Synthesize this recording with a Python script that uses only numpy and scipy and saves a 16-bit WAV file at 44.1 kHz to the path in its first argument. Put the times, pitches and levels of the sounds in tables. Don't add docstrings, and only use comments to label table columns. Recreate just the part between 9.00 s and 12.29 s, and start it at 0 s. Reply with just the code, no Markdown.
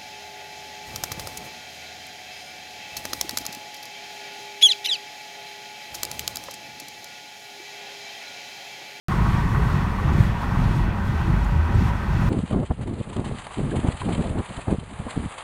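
import sys
import numpy as np
from scipy import signal
from scipy.fft import rfft, irfft, next_fast_len
from scipy.io import wavfile
from scipy.ndimage import uniform_filter1d

SR = 44100
rng = np.random.default_rng(int(sys.argv[2]) if len(sys.argv) > 2 else 0)


def inscribe(sig):
    pcm = np.round(np.clip(np.atleast_2d(sig).T, -1, 1) * 32767)
    wavfile.write(sys.argv[1], SR, pcm.astype(np.int16))


def linear_from_db(decibels):
    return 10 ** (np.asarray(decibels, float) / 20)


N = 145089

# [t/s, level/dB]
ROAD = [(.09, -23.5), (.3, -19.5), (.5, -24), (.66, -20.5), (.95, -27), (1.08, -19.5), (1.23, -20),
        (1.38, -30), (1.62, -22), (1.8, -22), (1.97, -28), (2.18, -25), (2.32, -24), (2.47, -27),
        (2.66, -26.5), (2.8, -17.5), (3.0, -30.5), (3.2, -21)]
# [t/s, level/dB]
GUST = [(.09, -45.5), (.3, -45.5), (.42, -48.5), (.74, -46), (.86, -48.5), (1.05, -49), (1.21, -45.5),
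        (1.35, -50.5), (1.44, -48), (1.78, -47.5), (1.95, -51.5), (2.08, -49.5), (2.3, -48), (2.62, -50),
        (2.78, -47), (2.87, -48), (3.0, -50), (3.28, -47)]


def curve(table):
    return np.interp(np.arange(N) / SR, *np.array(table).T)


def deviation(level_db):
    return level_db - level_db.mean()


def unit(x):
    return x / np.sqrt(np.mean(x ** 2))


def bell(centre_s, length_s):
    return np.exp(-0.5 * ((np.arange(N) / SR - centre_s) / length_s) ** 2)


def walk(rate_hz):
    hold = int(SR / rate_hz)
    levels = rng.standard_normal(int(60 * N / SR) + 2)
    held = np.repeat(levels, hold)[:N + hold]
    return 1.3 * uniform_filter1d(uniform_filter1d(held, hold), hold)[:N]


def band(hz, width_hz):
    b, a = signal.iirpeak(hz, hz / width_hz, SR)
    x = rng.standard_normal(N)
    for _ in range(3):
        x = signal.lfilter(b, a, x)
    return unit(x)


def rush(colour, shared_db, own_db, own_rate_hz, count, evenness=0):
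    even_s = 0.06
    size = next_fast_len(N)
    logf = np.log(np.arange(size // 2 + 1) * SR / size + 1e-3)
    at, db = np.log(np.array(colour)[:, 0]), np.array(colour)[:, 1]
    outside = np.maximum(at[0] - logf, 0) + np.maximum(logf - at[-1], 0)
    noise = rfft(rng.standard_normal(size)) * linear_from_db(np.interp(logf, at, db) - 37 * outside)
    centres = np.linspace(at[0], at[-1], count)
    shared = shared_db * walk(12)
    out = np.zeros(N)
    for k in range(count):
        share = np.interp(logf, centres, np.arange(count) == k)
        part = irfft(noise * share, size)[:N]
        swell = uniform_filter1d(part ** 2, int(even_s * SR)) / np.mean(part ** 2)
        steadied = part * (swell + 0.057) ** (-evenness / 2)
        out += steadied * linear_from_db(shared + own_db * walk(own_rate_hz))
    return unit(out)


def swings(table, length_s):
    out, busy = np.zeros(N), np.zeros(N)
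    for s, db, hz in table:
        first = max(int((s - 6 * length_s) * SR), 0)
        last = min(int((s + 6 * length_s) * SR), N)
        t = np.arange(first, last) / SR - s
        out[first:last] += linear_from_db(db) * np.exp(-0.5 * (t / length_s) ** 2) * np.cos(2 * np.pi * hz * t)
        busy[first:last] += np.exp(-0.5 * (t / length_s / 2) ** 2)
    return out, np.minimum(busy, 1)


def boom():
    # [f/Hz, density/dB]
    boom_colour = [(20, -2), (31, -9.5), (43, -1.5), (100, -3.5), (150, -9), (192, -5.5), (287, -19),
                   (400, -36.5)]
    # [t/s, length/s, change/dB]
    easings = [
        (.17, .03, -4),
        (1.0, .03, -3),
        (2.19, .03, -5),
        (2.48, .025, -4),
        (2.65, .045, -9),
    ]
    easing_db = sum(db * bell(s, length_s) for s, length_s, db in easings)
    noise = rush(boom_colour, 0.78, 0.44, 7.14, count=7, evenness=0.7)
    return noise * linear_from_db(curve(ROAD) + 2.42 + easing_db)


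def drone():
    # [f/Hz, density/dB]
    drone_colour = [(200, 0), (287, -6.5), (340, 5), (430, -6), (520, -6.5), (650, -13.5)]
    drone_db, follows_road = -40, 0.43
    noise = rush(drone_colour, 0.95, 0.58, 8.4, count=5)
    return noise * linear_from_db(drone_db + follows_road * deviation(curve(ROAD)))


def rumble():
    # [t/s, peak/dB, f/Hz]
    joints = [(0.096, -19, 164), (0.142, -15.5, 138), (0.386, -11.5, 142), (0.526, -13, 110.0),
              (0.579, -11, 127), (0.601, -18, 152), (0.639, -15.5, 164), (0.689, -18, 110.0),
              (0.791, -13.5, 158), (1.057, -10, 126), (1.105, -16, 130.0), (1.139, -13.5, 110.0),
              (1.186, -11, 173), (1.207, -4, 111), (1.251, -12.0, 100.0), (1.298, -13, 114),
              (1.595, -14.5, 154), (1.618, -14.0, 109), (1.634, -14.5, 142), (1.661, -12.5, 119),
              (1.768, -13.5, 144), (1.912, -17.5, 117), (2.099, -12.5, 127), (2.302, -9, 120.0),
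              (2.34, -13.0, 137), (2.527, -13.5, 125), (2.568, -12.5, 130.0), (2.757, -7, 98),
              (3.153, -12, 110.0), (3.221, -12.5, 117)]
    # [t/s, peak/dB, f/Hz]
    humps = [(0.121, -14, 111.7), (0.187, -13.5, 162), (0.221, -14.5, 143), (0.244, -15, 90.0),
             (0.299, -15.0, 150.0), (0.345, -12.0, 130.0), (0.421, -12.5, 117), (0.669, -12.0, 119),
             (0.713, -22, 118), (0.745, -12.5, 144), (0.767, -12.5, 152), (0.829, -17, 140.0),
             (1.083, -13, 106), (1.157, -14, 120.0), (1.523, -15.0, 130.0), (1.576, -12, 105),
             (1.721, -18.5, 163), (1.747, -16, 120.0), (1.792, -14, 135), (1.818, -11, 80.0),
             (2.222, -15.5, 128), (2.377, -15, 162), (2.789, -9.5, 96), (2.826, -15.0, 195),
             (2.86, -11.5, 100.0), (2.917, -14, 110.0), (3.111, -14.5, 138), (3.171, -13.5, 98),
             (3.243, -14.5, 157), (3.281, -11.5, 110.0)]
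    # [t/s, peak/dB, f/Hz]
    knocks = [(0.14, -24, 334), (0.213, -27, 358), (0.267, -31, 366), (0.352, -27.5, 312), (0.39, -32, 332),
              (0.44, -29.5, 368), (0.543, -26.5, 308), (0.598, -27.5, 392), (1.026, -33, 400),
              (1.082, -31.0, 320.0), (1.15, -25.5, 334), (1.19, -24, 351), (1.551, -27, 282),
              (1.588, -31.0, 360), (1.713, -28, 346), (1.764, -26, 313), (1.809, -26, 305),
              (1.882, -30, 310.0), (2.126, -33, 320.0), (2.25, -35, 353), (2.285, -33, 331),
              (2.341, -29, 363), (2.693, -28.5, 337), (2.748, -28.5, 357), (2.825, -27.5, 325),
              (2.868, -31.0, 310.0), (2.958, -32, 312), (3.168, -30.0, 334), (3.221, -31.5, 352),
              (3.289, -28, 346)]
    swing_len_s, knock_len_s = 0.0044, 0.0039
    boom_yields, drone_yields = 0.59, 0.49
    down, down_busy = swings(joints, swing_len_s)
    up, up_busy = swings(humps, swing_len_s)
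    knock, knock_busy = swings(knocks, knock_len_s)
    steady_boom = boom() * (1 - boom_yields * np.maximum(down_busy, up_busy))
    steady_drone = drone() * (1 - drone_yields * knock_busy)
    return steady_boom + steady_drone + up - down + knock


def tyres():
    # [f/Hz, density/dB]
    tread_colour = [(450, -9), (622, -6), (972, -1.5), (1300, -6), (1540, -7.5), (1880, -14.5), (2700, -17)]
    tyre_db, follows_gust = -35, 0.45
    noise = rush(tread_colour, 0.83, 0.96, 12, count=8)
    return noise * linear_from_db(tyre_db + follows_gust * deviation(curve(GUST)))


def neighbour():
    # [f/Hz, density/dB]
    traffic_colour = [(750, -2.5), (900, -15), (1100, 9.5), (1300, -11), (1900, -8), (2500, -15)]
    traffic_db, gone_s = -36.5, 1
    return rush(traffic_colour, 0.5, 0.51, 14.7, count=5) * linear_from_db(traffic_db) * bell(0, gone_s)


def whine():
    whine_hz, width_hz, whine_db = 958, 57, -43
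    return band(whine_hz, width_hz) * linear_from_db(whine_db + walk(5.3))


def wind():
    # [f/Hz, density/dB]
    hiss_colour = [(2000, -4.5), (2510, -11.5), (3500, -6), (4960, -10.5), (8800, -17), (11500, -19.5),
                   (16000, -26)]
    # [t/s, length/s, gain/dB]
    eddies = [(.38, .05, 2), (.53, 0.05, 1.5), (.72, .04, 1), (1.135, 0.013, 0), (1.225, 0.047, 2.5),
              (1.43, .02, 2), (1.778, 0.026, 1.5), (2.07, .02, 3.5), (2.2, 0.014, 2), (2.45, 0.0097, -0.5),
              (2.6, 0.075, -1.5), (2.74, 0.028, -1.5), (2.82, 0.045, 2), (2.885, 0.017, 1.5),
              (2.922, 0.018, -2)]
    eddy_db = sum(db * bell(s, length_s) for s, length_s, db in eddies)
    return rush(hiss_colour, 0.44, 0.88, 24, count=5) * linear_from_db(curve(GUST) + eddy_db - 0.75)


def posts():
    # [t/s, level/dB, f/Hz]
    passes = [(0.121, -29.5, 1090), (.265, -28.5, 1120), (.555, -27, 1070), (.63, -37, 970),
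              (0.701, -32, 1180), (.85, -42, 1180), (.997, -33.5, 1120), (1.09, -29.5, 990),
              (1.225, -45, 1160), (.193, -35, 980), (.76, -34.5, 1100), (1.435, -31.5, 870),
              (1.516, -33, 930), (1.558, -31, 940), (2.218, -35, 1050), (2.886, -35.5, 945),
              (3.229, -32, 920)]
    post_len_s, width_hz = 0.0093, 650
    return sum(linear_from_db(db) * bell(s, post_len_s) * band(hz, width_hz) for s, db, hz in passes)


def modes():
    # [t/s, length/s, level/dB, f/Hz]
    swells = [(0.23, 0.032, -16.5, 53), (1.627, 0.043, -17.5, 40), (1.84, 0.03, -17.5, 44),
              (2.19, 0.027, -20.5, 79), (2.379, 0.073, -15.5, 51), (2.6, 0.052, -15, 79),
              (2.86, 0.063, -25.5, 59.5), (0.62, 0.028, -18, 51), (3.199, 0.071, -36, 59),
              (2.5, 0.027, -20, 48), (3.1, 0.033, -21.5, 50), (.72, 0.023, -20.5, 86),
              (2.6, 0.018, -21, 52), (0.62, 0.017, -22, 70), (1.6, 0.018, -23, 72), (2.05, .025, -22, 88.7),
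              (0.33, 0.037, -31.5, 246), (1.62, 0.025, -28, 245), (2.7, .03, -33, 245),
              (.6, 0.045, -40, 421), (1.03, 0.033, -41.5, 510), (2.281, 0.057, -31.5, 325)]
    t = np.arange(N) / SR
    out = np.zeros(N)
    for s, length_s, db, hz in swells:
        out += linear_from_db(db) * bell(s, length_s) * np.sin(2 * np.pi * hz * (t - s))
    return out


def trim():
    # [t/s, peak/dB, f/Hz, width/Hz]
    ticks = [
        (1.088, -49, 6140, 900),
        (1.131, -42, 6460, 5000),
        (1.196, -51, 9000, 8000),
        (1.331, -57, 12700, 1500),
        (1.416, -53.5, 13000, 8000),
        (2.4435, -45, 6850, 1200),
        (2.4435, -48, 9140, 6000),
        (2.746, -46, 8180, 2500),
        (2.885, -52, 11000, 9000),
    ]
    rise_s, decay_s = 0.0015, 0.006
    out = np.zeros(N)
    for s, db, hz, width_hz in ticks:
        t = np.maximum(np.arange(N) / SR - s, 0)
        envelope = (1 - np.exp(-t / rise_s)) * np.exp(-t / decay_s)
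        out += linear_from_db(db) * envelope * band(hz, width_hz)
    return out


def cabin(x):
    # [f/Hz, width/Hz, gain/dB]
    resonances = [(46.6, 7, 4.5), (2490, 130, 2.5), (418.7, 7.9, 8.5), (524, 46.4, -10), (551, 74, 7),
                  (609, 76, -3.5), (830, 10, 7), (1274, 42, 3.5), (1539, 68, 5.5), (1650, 100, -4),
                  (1880, 248, 7.5), (5040, 190, -3), (7730, 670, -2.5), (10450, 870, -5.5),
                  (2330, 48, 2), (2590, 72, 4), (2980, 58, 2), (3320, 74, 4), (4270, 28, 3), (4340, 20, 5),
                (5314, 40, 4), (7952, 70, 0)]
    size = next_fast_len(N)
    f = np.arange(size // 2 + 1) * SR / size
    gain_db = np.zeros(len(f))
    for hz, width_hz, db in resonances:
        gain_db += db / (1 + (2 * (f - hz) / width_hz) ** 2)
    return irfft(rfft(x, size) * linear_from_db(gain_db), size)[:N]


def scene():
    outside = rumble() + tyres() + neighbour() + whine() + wind() + posts()
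    return (cabin(outside) + modes() + trim())[None]


def low_pass(x):
    return signal.sosfilt(signal.butter(12, 15770, fs=SR, output="sos"), x)


def record(dry):
    start_s, step_db, bass_cut_hz = 0.08415, -16, 19
    t = np.arange(N) / SR - start_s
    high_pass = signal.butter(4, bass_cut_hz, "high", fs=SR, output="sos")
    heard = signal.sosfilt(high_pass, dry)
    click = linear_from_db(step_db) * np.exp(-np.abs(t) / 0.00022)
    settling = heard[:, int(start_s * SR)] * np.exp(-np.abs(t) / 0.003)
    return low_pass((heard + click - settling) * (t >= 0))


dry = scene()
out = record(dry)
inscribe(out)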